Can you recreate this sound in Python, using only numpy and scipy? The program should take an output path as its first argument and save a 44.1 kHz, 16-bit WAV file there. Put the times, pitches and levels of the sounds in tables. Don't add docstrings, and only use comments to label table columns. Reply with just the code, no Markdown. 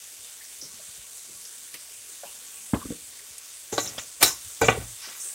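import sys
import numpy as np
from scipy import signal
from scipy.io import wavfile
from scipy.ndimage import uniform_filter1d

SR = 44100
rng = np.random.default_rng(int(sys.argv[2]) if len(sys.argv) > 2 else 0)


def magnitude_from_level(level_db):
    exponent = np.asarray(level_db, float) / 20
    return 10 ** exponent


def store_wav(level_fs):
    pcm = np.round(np.clip(np.atleast_2d(level_fs), -1, 1) * 32767)
    wavfile.write(sys.argv[1], SR, pcm.T.astype(np.int16))


N = 235701


def rms_one(x):
    return x / np.sqrt(np.mean(x ** 2) + 1e-20)


def band(x, low_hz, high_hz, order=2):
    edges = np.clip([low_hz, high_hz], [10, 20], [.44 * SR, .45 * SR])
    return signal.sosfilt(signal.butter(order, edges, "band", fs=SR, output="sos"), x)


def drift(rate_hz):
    r = np.exp(-80 * np.pi * rate_hz / SR)
    settle = 2000
    noise = rng.standard_normal(N // 40 + 2 + settle)
    slow = signal.lfilter([1], [1, -2 * r, r * r], noise)[settle:]
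    return np.interp(np.arange(N) / 40, np.arange(len(slow)), rms_one(slow - slow.mean()))


def grains(per_s, spread_db):
    sizes = magnitude_from_level(spread_db * np.minimum(rng.exponential(1, N), 5)) * rng.standard_normal(N)
    happens = rng.random(N) < per_s / SR
    return rms_one(sizes * happens + 1e-9)


def ring(x, hz, t60):
    r = magnitude_from_level(-60 / (t60 * SR))
    w = 2 * np.pi * hz / SR
    return signal.lfilter([0, np.sin(w)], [1, -2 * r * np.cos(w), r * r], x)


def add(out, s, sound, peak_db):
    at = round(s * SR)
    sound = magnitude_from_level(peak_db) * sound / np.max(np.abs(sound))
    out[at:at + len(sound)] += sound[:N - at]


def coloured(sources, spectrum, patchy_db):
    hz, db = np.transpose(spectrum)
    edges = hz[0] * 2 ** np.arange(0, np.log2(hz[-1] / hz[0]) + 1 / 3, 1 / 3)
    out, together = 0, drift(10.0)
    for k, (low, high) in enumerate(zip(edges, edges[1:])):
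        level_db = np.interp(np.log(low * high) / 2, np.log(hz), db)
        flicker_db = patchy_db * (0.17 * together + drift(6.3))
        out = out + magnitude_from_level(level_db + flicker_db) * band(sources[k % 2], low, high)
    return rms_one(out)


def puffs(rows, octaves, order=2, rise_cycles=0.37, rise_share=0.0083):
    out, t = np.zeros(N), np.arange(SR // 2) / SR
    half_width = 2 ** (octaves / 2)
    for s, db, hz, t60 in rows:
        rise = np.minimum(t / (rise_cycles / hz + rise_share * t60), 1)
        puff = rng.standard_normal(len(t)) * magnitude_from_level(-60 * t / t60) * rise
        add(out, s, band(puff, hz / half_width, hz * half_width, order=order), db)
    return out


def struck(blows, modes, uneven_db, split, crack_db, crack_follows, rise_cycles):
    out, t = np.zeros(N), np.arange(SR // 3) / SR
    pairs = []
    for hz, db, t60 in modes:
        pairs += [(hz, db, t60), (hz * (1 + split), db - 8, t60)]
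    for s, peak_db, contact_hz, chatter_t60, ring_share in blows:
        shape = magnitude_from_level(-60 * t / chatter_t60) * np.minimum(t * contact_hz / rise_cycles, 1)
        chatter = rng.standard_normal((len(pairs) + 1, len(t))) * shape
        strengths = magnitude_from_level(uneven_db * rng.standard_normal(len(pairs)))
        body = 0
        for (hz, db, t60), strength, push in zip(pairs, strengths, chatter):
            body = body + magnitude_from_level(db) * strength * ring(push, hz, ring_share * t60)
        crack = band(chatter[-1], .9 * modes[0][0], 1.1 * modes[-1][0])
        crack_level = magnitude_from_level(crack_db + crack_follows * peak_db)
        sound = body / np.max(np.abs(body)) + crack_level * crack / np.max(np.abs(crack))
        soft = signal.butter(3, min(contact_hz, .45 * SR), fs=SR, output="sos")
        add(out, s, signal.sosfilt(soft, sound), peak_db)
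    return out


# frequency in Hz, density in dB per Hz.
AIR_SPECTRUM = [(15, -38), (25, -9), (54, 8.5), (123, -7), (144, -13), (237, 4.5), (267, 0.5), (335, 1),
                (372, 8), (900, -26), (1170, -40), (1980, -120)]


def kitchen_air():
    hum_db = -75.5 + 1.0 * drift(4.9)
    hum = magnitude_from_level(hum_db) * np.sin(2 * np.pi * 120 * np.arange(N) / SR)
    return magnitude_from_level(-68) * coloured(rng.standard_normal((2, N)), AIR_SPECTRUM, patchy_db=4.0) + hum


# time in seconds, top spray level in dB.
VIGOUR = [
    (0.0, -50),
    (2.13, -50),
    (2.5, -49),
    (3.61, -50.5),
    (3.94, -47.5),
    (4.27, -52.5),
    (4.43, -47.5),
    (5.07, -48.5),
    (5.34, -45),
]
# frequency in Hz, density in dB per Hz.
FIZZ_SPECTRUM = [(290, -51), (500, -13.5), (1000, -17), (1400, -10), (2000, -10.5), (2500, -8.5),
                 (4300, -7), (5500, -6.5), (6500, -3), (7900, 0.5), (9200, -2.5), (10500, -6), (12500, -13),
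                 (15900, -10.5)]
# frequency in Hz, level in dB, t60 in seconds.
PAN_GLOW = [(456, -10, 0.18), (3730, 0, 0.032), (1150, 0, 0.059), (1620, -9, 0.04), (2310, -13, 0.14),
            (3250, -23, 0.17)]


def frying():
    vigour_db = np.interp(np.arange(N) / SR, *np.transpose(VIGOUR))
    swing_db = vigour_db - np.median(vigour_db)
    bubbles = [grains(9000, spread_db=-0.5), grains(9000, spread_db=1.5)]
    fizz = coloured(bubbles, FIZZ_SPECTRUM, patchy_db=1.4)
    glow = 0
    for hz, db, t60 in PAN_GLOW:
        glow = glow + magnitude_from_level(db - 43.0 + 2.17 * drift(4.8)) * ring(fizz, hz, t60)
    fizz = fizz + glow
    out = fizz
    for extra_share, edge_hz, side in [(0.096, 4700, "low"), (1, 10500, "high")]:
        part = signal.sosfilt(signal.butter(1, edge_hz, side, fs=SR, output="sos"), fizz)
        out = out + (magnitude_from_level(extra_share * swing_db) - 1) * part
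    return magnitude_from_level(-43 + 0.46 * swing_db) * out


# start in seconds, peak in dB, centre in Hz, t60 in seconds.
SPITS = [
    (1.527, -33.5, 7900, .06),
    (1.741, -34, 2400, .1),
    (1.741, -29, 11100, 0.073),
    (1.741, -36, 5000, 0.055),
    (1.741, -48.5, 1140, 0.11),
    (2.663, -32.5, 8450, 0.061),
    (3.381, -26, 8700, 0.031),
    (3.856, -26, 7900, 0.03),
    (3.889, -28.5, 6200, 0.12),
    (4.612, -23.5, 12800, 0.039),
]


def oil_spits():
    return puffs(SPITS, octaves=0.6)


# start in seconds, peak in dB, centre in Hz, t60 in seconds.
BUMPS = [(.18, -57, 120, 0.28), (.62, -44, 222, .22), (.735, -49.5, 109, 0.26), (.875, -51.5, 69.6, 0.11),
         (.97, -49, 63.4, 0.066), (1.28, -49.5, 200, 0.48), (1.34, -55, 70, 0.051),
         (1.74, -43.5, 328, 0.083), (2.24, -49, 300, 0.18), (1.97, -65, 55, 0.13), (2.94, -48, 291, 0.09),
         (3.0, -58, 57.3, 0.8), (3.30, -53, 80, 0.1), (3.74, -53, 120, 0.51), (3.85, -42.5, 130, .5),
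         (4.228, -39, 64, 0.56), (4.44, -47, 59.3, 0.26), (4.614, -20.5, 294, 0.065),
         (4.62, -31.5, 59.4, 0.69), (4.758, -33, 490, 0.043), (4.77, -28, 62, 0.27),
         (5.07, -44.5, 397, 0.26)]


def counter_bumps():
    return puffs(BUMPS, octaves=1.83, rise_cycles=.32, rise_share=0.01)


# start in seconds, peak in dB, centre in Hz, t60 in
# seconds.
RUSTLES = [
    (.405, -43, 1950, .23),
    (.44, -37.5, 5570, 0.23),
    (.612, -30.5, 5560, 0.24),
    (1.45, -35, 5660, .26),
    (2.233, -30.5, 645, 0.057),
]


def pepper_rustles():
    return puffs(RUSTLES, octaves=0.3)


# start in seconds, peak in dB, centre in Hz, t60
# in seconds.
WIDE_BURSTS = [
    (1.745, -43, 2700, .2),
    (2.236, -40, 860, 0.32),
    (4.684, -21.5, 2700, 0.11),
    (2.734, -25.5, 1480, 0.1),
    (2.74, -30, 2600, 0.065),
    (2.745, -30, 1000, 0.17),
    (2.915, -43.5, 1430, .12),
    (4.206, -30, 4380, .3),
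    (4.245, -22, 4800, 0.24),
]


def wide_bursts():
    return puffs(WIDE_BURSTS, octaves=0.62)


# start in seconds, peak in dB, centre in Hz, t60 in seconds.
RATTLES = [
    (.79, -48.5, 617, .08),
    (1.178, -41, 5870, 0.097),
    (2.234, -44, 1550, 0.052),
    (2.26, -42.5, 2810, 0.44),
    (2.80, -44, 1520, 0.43),
    (2.813, -34.5, 1100, 0.068),
    (2.856, -45, 1150, 0.037),
    (3.19, -44, 2020, .07),
]


def shaker_rattles():
    return puffs(RATTLES, octaves=0.23)


# start in seconds, peak in dB, centre in Hz, t60 in seconds.
WOBBLES = [
    (2.83, -42, 235, 0.12),
    (2.88, -36, 250, .09),
    (3.945, -42.5, 616, 0.036),
    (4.771, -25.5, 440, 0.02),
    (5.25, -50, 447, 0.11),
]


def settling_wobbles():
    return puffs(WOBBLES, octaves=0.36)


# start in seconds, peak in dB, contact low-pass in Hz,
# chatter t60 in seconds, share of the free ring time.
SHAKER_DOWN = [
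    (2.733, -9.5, 630, 0.073, 0.32),
    (2.850, -24.5, 317, 0.028, 0.57),
    (2.902, -20.5, 345, 0.021, 0.69),
    (2.919, -24.5, 460, 0.019, 0.31),
]
# frequency in Hz, level in dB, t60 in seconds.
COUNTER = [(55, -18, 0.14), (101, -25, 0.083), (200, -11.5, 0.13), (265, 7, 0.056), (479, -2, 0.13),
           (606, -2.5, 0.034), (743, -28, 0.15), (1000, -26, 0.092), (1130, 6, 0.12), (1480, -17, .15),
           (2046, 13.5, 0.16), (2700, -19, .08)]


def shaker_set_down():
    return struck(SHAKER_DOWN, COUNTER, uneven_db=2.5, split=0.069,
                  crack_db=8.5, crack_follows=1.17, rise_cycles=0.99)


# start in seconds, peak in dB, contact low-pass in Hz,
# chatter t60 in seconds, share of the free ring time.
PAN_KNOCKS = [
    (3.725, -21, 730, 0.021, 1),
    (3.778, -12, 1560, 0.02, 0.47),
    (3.980, -26, 1290, 0.018, 0.043),
    (4.227, -6, 2860, 0.037, 0.11),
    (4.613, -8.5, 1350, 0.053, 0.94),
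    (4.683, -1, 3100, 0.029, 0.35),
]
# frequency in Hz, level in dB, t60 in seconds.
PAN = [(115.8, -13.5, 0.74), (294, -4, 0.12), (456, 3.5, 0.12), (563.4, -3, 0.16), (778, 3, 0.1),
       (916, -6, 0.11), (1149, -1, 0.15), (1275, -10.5, 0.073), (1400, 2, 0.037), (1520, 0, 0.082),
       (1530, -1, 0.17), (1948, -4, 0.33), (2270, -15, 0.03), (2305, -4.5, 0.033), (2335, 9, 0.095),
       (2804, 1, 0.11), (3240, -37, 0.15)]


def pan_knocks():
    return struck(PAN_KNOCKS, PAN, uneven_db=-1.0, split=0.042,
                  crack_db=-2.5, crack_follows=0.27, rise_cycles=2.84)


# start in seconds, peak in dB, contact low-pass in Hz,
# chatter t60 in seconds, share of the free ring time.
SPOON_CLANGS = [
    (3.726, -33.5, 6500, 0.13, 0.84),
    (3.779, -17.5, 4000, .015, 0.32),
    (4.227, 1, 15800, 0.069, 0.32),
    (4.240, -13, 11000, .04, .3),
    (4.616, -24.5, 8000, 0.03, 0.77),
]
# frequency in Hz, level in dB, t60 in seconds.
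SPOON = [(3710, -2.5, 0.13), (3560, -1.5, 0.18), (3920, -2.5, 0.3), (4170, -1.5, 0.17), (4710, -1.5, 0.2),
         (5057, -1.5, 0.14), (5470, -5.5, 0.23), (6150, -16, 0.03), (7150, -23, 0.042), (7370, -26, 0.096),
         (7800, -21, 0.2), (8440, -9, 0.053), (8440, 12.5, 0.049), (8640, -12, 0.13), (9290, -11, 0.2),
         (9640, -4, 0.16), (10600, 3, 0.043), (11320, -1, 0.1), (14600, -12, 0.049), (16000, -2, 0.07)]


def spoon_clangs():
    return struck(SPOON_CLANGS, SPOON, uneven_db=0.5, split=0.015,
                  crack_db=2.0, crack_follows=0.37, rise_cycles=3.3)


def kitchen(x):
    t = np.arange(SR // 2) / SR
    echoes = rng.standard_normal(len(t)) * magnitude_from_level(-60 * t / 0.24) * (t > .004)
    echoes = band(echoes, 41, 9000, order=1)
    echoes = echoes / np.sqrt(np.sum(echoes ** 2))
    return x + magnitude_from_level(-15) * signal.fftconvolve(x, echoes)[:N]


# start in seconds, peak in dB, centre in Hz, t60 in seconds.
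CHIRPS = [(3.778, -23, 7140, 0.042), (3.779, -33, 3730, 0.057), (3.80, -23, 7000, .08),
          (3.818, -37, 7100, 0.046), (3.86, -31, 3850, .06), (3.874, -23, 5560, 0.057),
          (3.981, -25.5, 3240, 0.024), (3.98, -29, 5170, 0.032), (4.28, -24, 5530, 0.27),
          (4.3, -35.5, 1086, 0.21), (4.613, -19.5, 7200, .084), (4.64, -23, 2450, 0.11),
          (4.645, -20, 7150, 0.22)]


def spoon_chirps():
    return puffs(CHIRPS, octaves=0.2, order=3)


def rubbing(bands, per_s, ringing):
    slips = [grains(per_s, spread_db=0.5) * magnitude_from_level(1.7 * drift(70.0)) for _ in bands]
    steel = 0
    for k, (hz, db, t60) in enumerate(PAN + SPOON):
        steel = steel + magnitude_from_level(db / 3) * ring(slips[k % 4], hz, .6 * t60)
    rasps = []
    for slip, (low_hz, high_hz) in zip(slips, bands):
        plain = rms_one(band(slip, low_hz, high_hz, order=4))
        rung = rms_one(band(steel, low_hz, high_hz, order=4))
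        rasps.append(rms_one(plain + ringing * rung))
    return rasps


def strokes(rows, lower, upper, rise_db_per_s):
    out, t = np.zeros(N), np.arange(N) / SR
    for s, db, hold, t60, upper_db in rows:
        swell_db = rise_db_per_s * (t - s)
        decay_db = -60 * (t - s - hold) / t60
        shape_db = np.clip(np.minimum(swell_db, decay_db), -200, 0)
        out += magnitude_from_level(db + shape_db) * (lower + magnitude_from_level(upper_db) * upper)
    return out


# low edge in Hz, high edge in Hz.
SCRAPE_BANDS = [(90, 860), (900, 3720), (5850, 7360), (7700, 16300)]
# start
# in seconds, rms in dB, hold in seconds, t60 in seconds, upper band against lower in dB.
DRAGS = [
    (3.728, -40, 0.0079, 0.19, -1.5),
    (3.788, -39.5, 0.0025, 0.14, 5),
    (3.848, -46.5, 0.015, 0.68, 1.5),
    (3.988, -54.5, 0.0024, 0.1, 16.5),
    (4.211, -47, 0.0046, .2, 1.5),
    (4.222, -29.5, 0.019, 0.21, 4),
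    (4.625, -25.5, 0.0085, 0.21, -4.5),
    (4.696, -28.5, .003, 0.29, -1.5),
    (4.81, -50, .01, 0.11, -4),
]
# start in seconds, rms in dB,
# hold in seconds, t60 in seconds, upper band against lower in dB.
SQUEALS = [
    (3.728, -33.5, .003, 0.34, -10),
    (3.79, -34.5, 0.052, 0.23, -11),
    (3.875, -56, .003, 0.18, -10),
    (3.99, -41.5, 0.029, 0.18, -17),
    (4.212, -38, 0.014, .2, 5),
    (4.232, -27, 0.046, 0.24, -3),
    (4.618, -33.5, 0.085, .09, -12),
]


def scraping():
    rumble, bowl, squeal, hiss = rubbing(SCRAPE_BANDS, per_s=3500, ringing=0.76)
    drags = strokes(DRAGS, rumble, bowl, rise_db_per_s=1493)
    return drags + strokes(SQUEALS, squeal, hiss, rise_db_per_s=1493)


# low edge in Hz, high edge in Hz.
TURN_BANDS = [(900, 4000), (4600, 6200), (5800, 7100), (7500, 9350)]
# start in seconds, rms in dB,
# hold in seconds, t60 in seconds, upper band against lower in dB.
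SLIDES = [
    (5.03, -45.5, 0.034, 0.27, 2.5),
    (5.09, -51, 0.055, 0.55, -12),
]
# start in seconds, rms in dB,
# hold in seconds, t60 in seconds, upper band against lower in dB.
FLARES = [
    (5.204, -39, .003, 0.21, -9),
    (5.215, -53, .03, .3, 13.5),
    (5.258, -54.5, 0.023, .15, 17.5),
]


def turning_food():
    slide, rustle, flare, bright = rubbing(TURN_BANDS, per_s=4400, ringing=0.79)
    slides = strokes(SLIDES, slide, rustle, rise_db_per_s=450)
    return slides + strokes(FLARES, flare, bright, rise_db_per_s=900)


# start in seconds, length in seconds, lower edge in Hz,
# level under the sound in dB.
SPLITS = [
    (1.71, 0.069, 200, -9.5),
    (3.37, .025, 5500, -14),
    (4.196, 0.035, 4560, -4),
]


def split_channels(mid):
    side, t = np.zeros(N), np.arange(N) / SR
    loudness = np.sqrt(uniform_filter1d(mid ** 2, size=200) + 1e-12)
    grain = rng.standard_normal(N) * loudness
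    for s, length, low_hz, db in SPLITS:
        fade = np.clip(np.minimum(t - s, s + length - t) / .008, 0, 1)
        side += magnitude_from_level(db) * fade * band(grain, low_hz, 15500, order=4)
    return np.array([mid + side, mid - side])


def scene():
    mid = kitchen_air() + frying() + oil_spits() + counter_bumps()
    mid += pepper_rustles() + wide_bursts() + shaker_rattles() + settling_wobbles()
    mid += kitchen(shaker_set_down() + pan_knocks() + spoon_clangs())
    mid += spoon_chirps() + scraping() + turning_food()
    return split_channels(mid)


def roll_off(x):
    return signal.sosfilt(signal.butter(12, 15840, fs=SR, output="sos"), x)


def record(dry):
    dry = signal.sosfilt(signal.butter(4, 50, "high", fs=SR, output="sos"), dry)
    dry = .88 * np.tanh(dry / .88)
    mix = signal.sosfilt(signal.ellip(10, .5, 90, 15800, fs=SR, output="sos"), dry)
    return roll_off(mix)


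dry = scene()
out = record(dry)
store_wav(out)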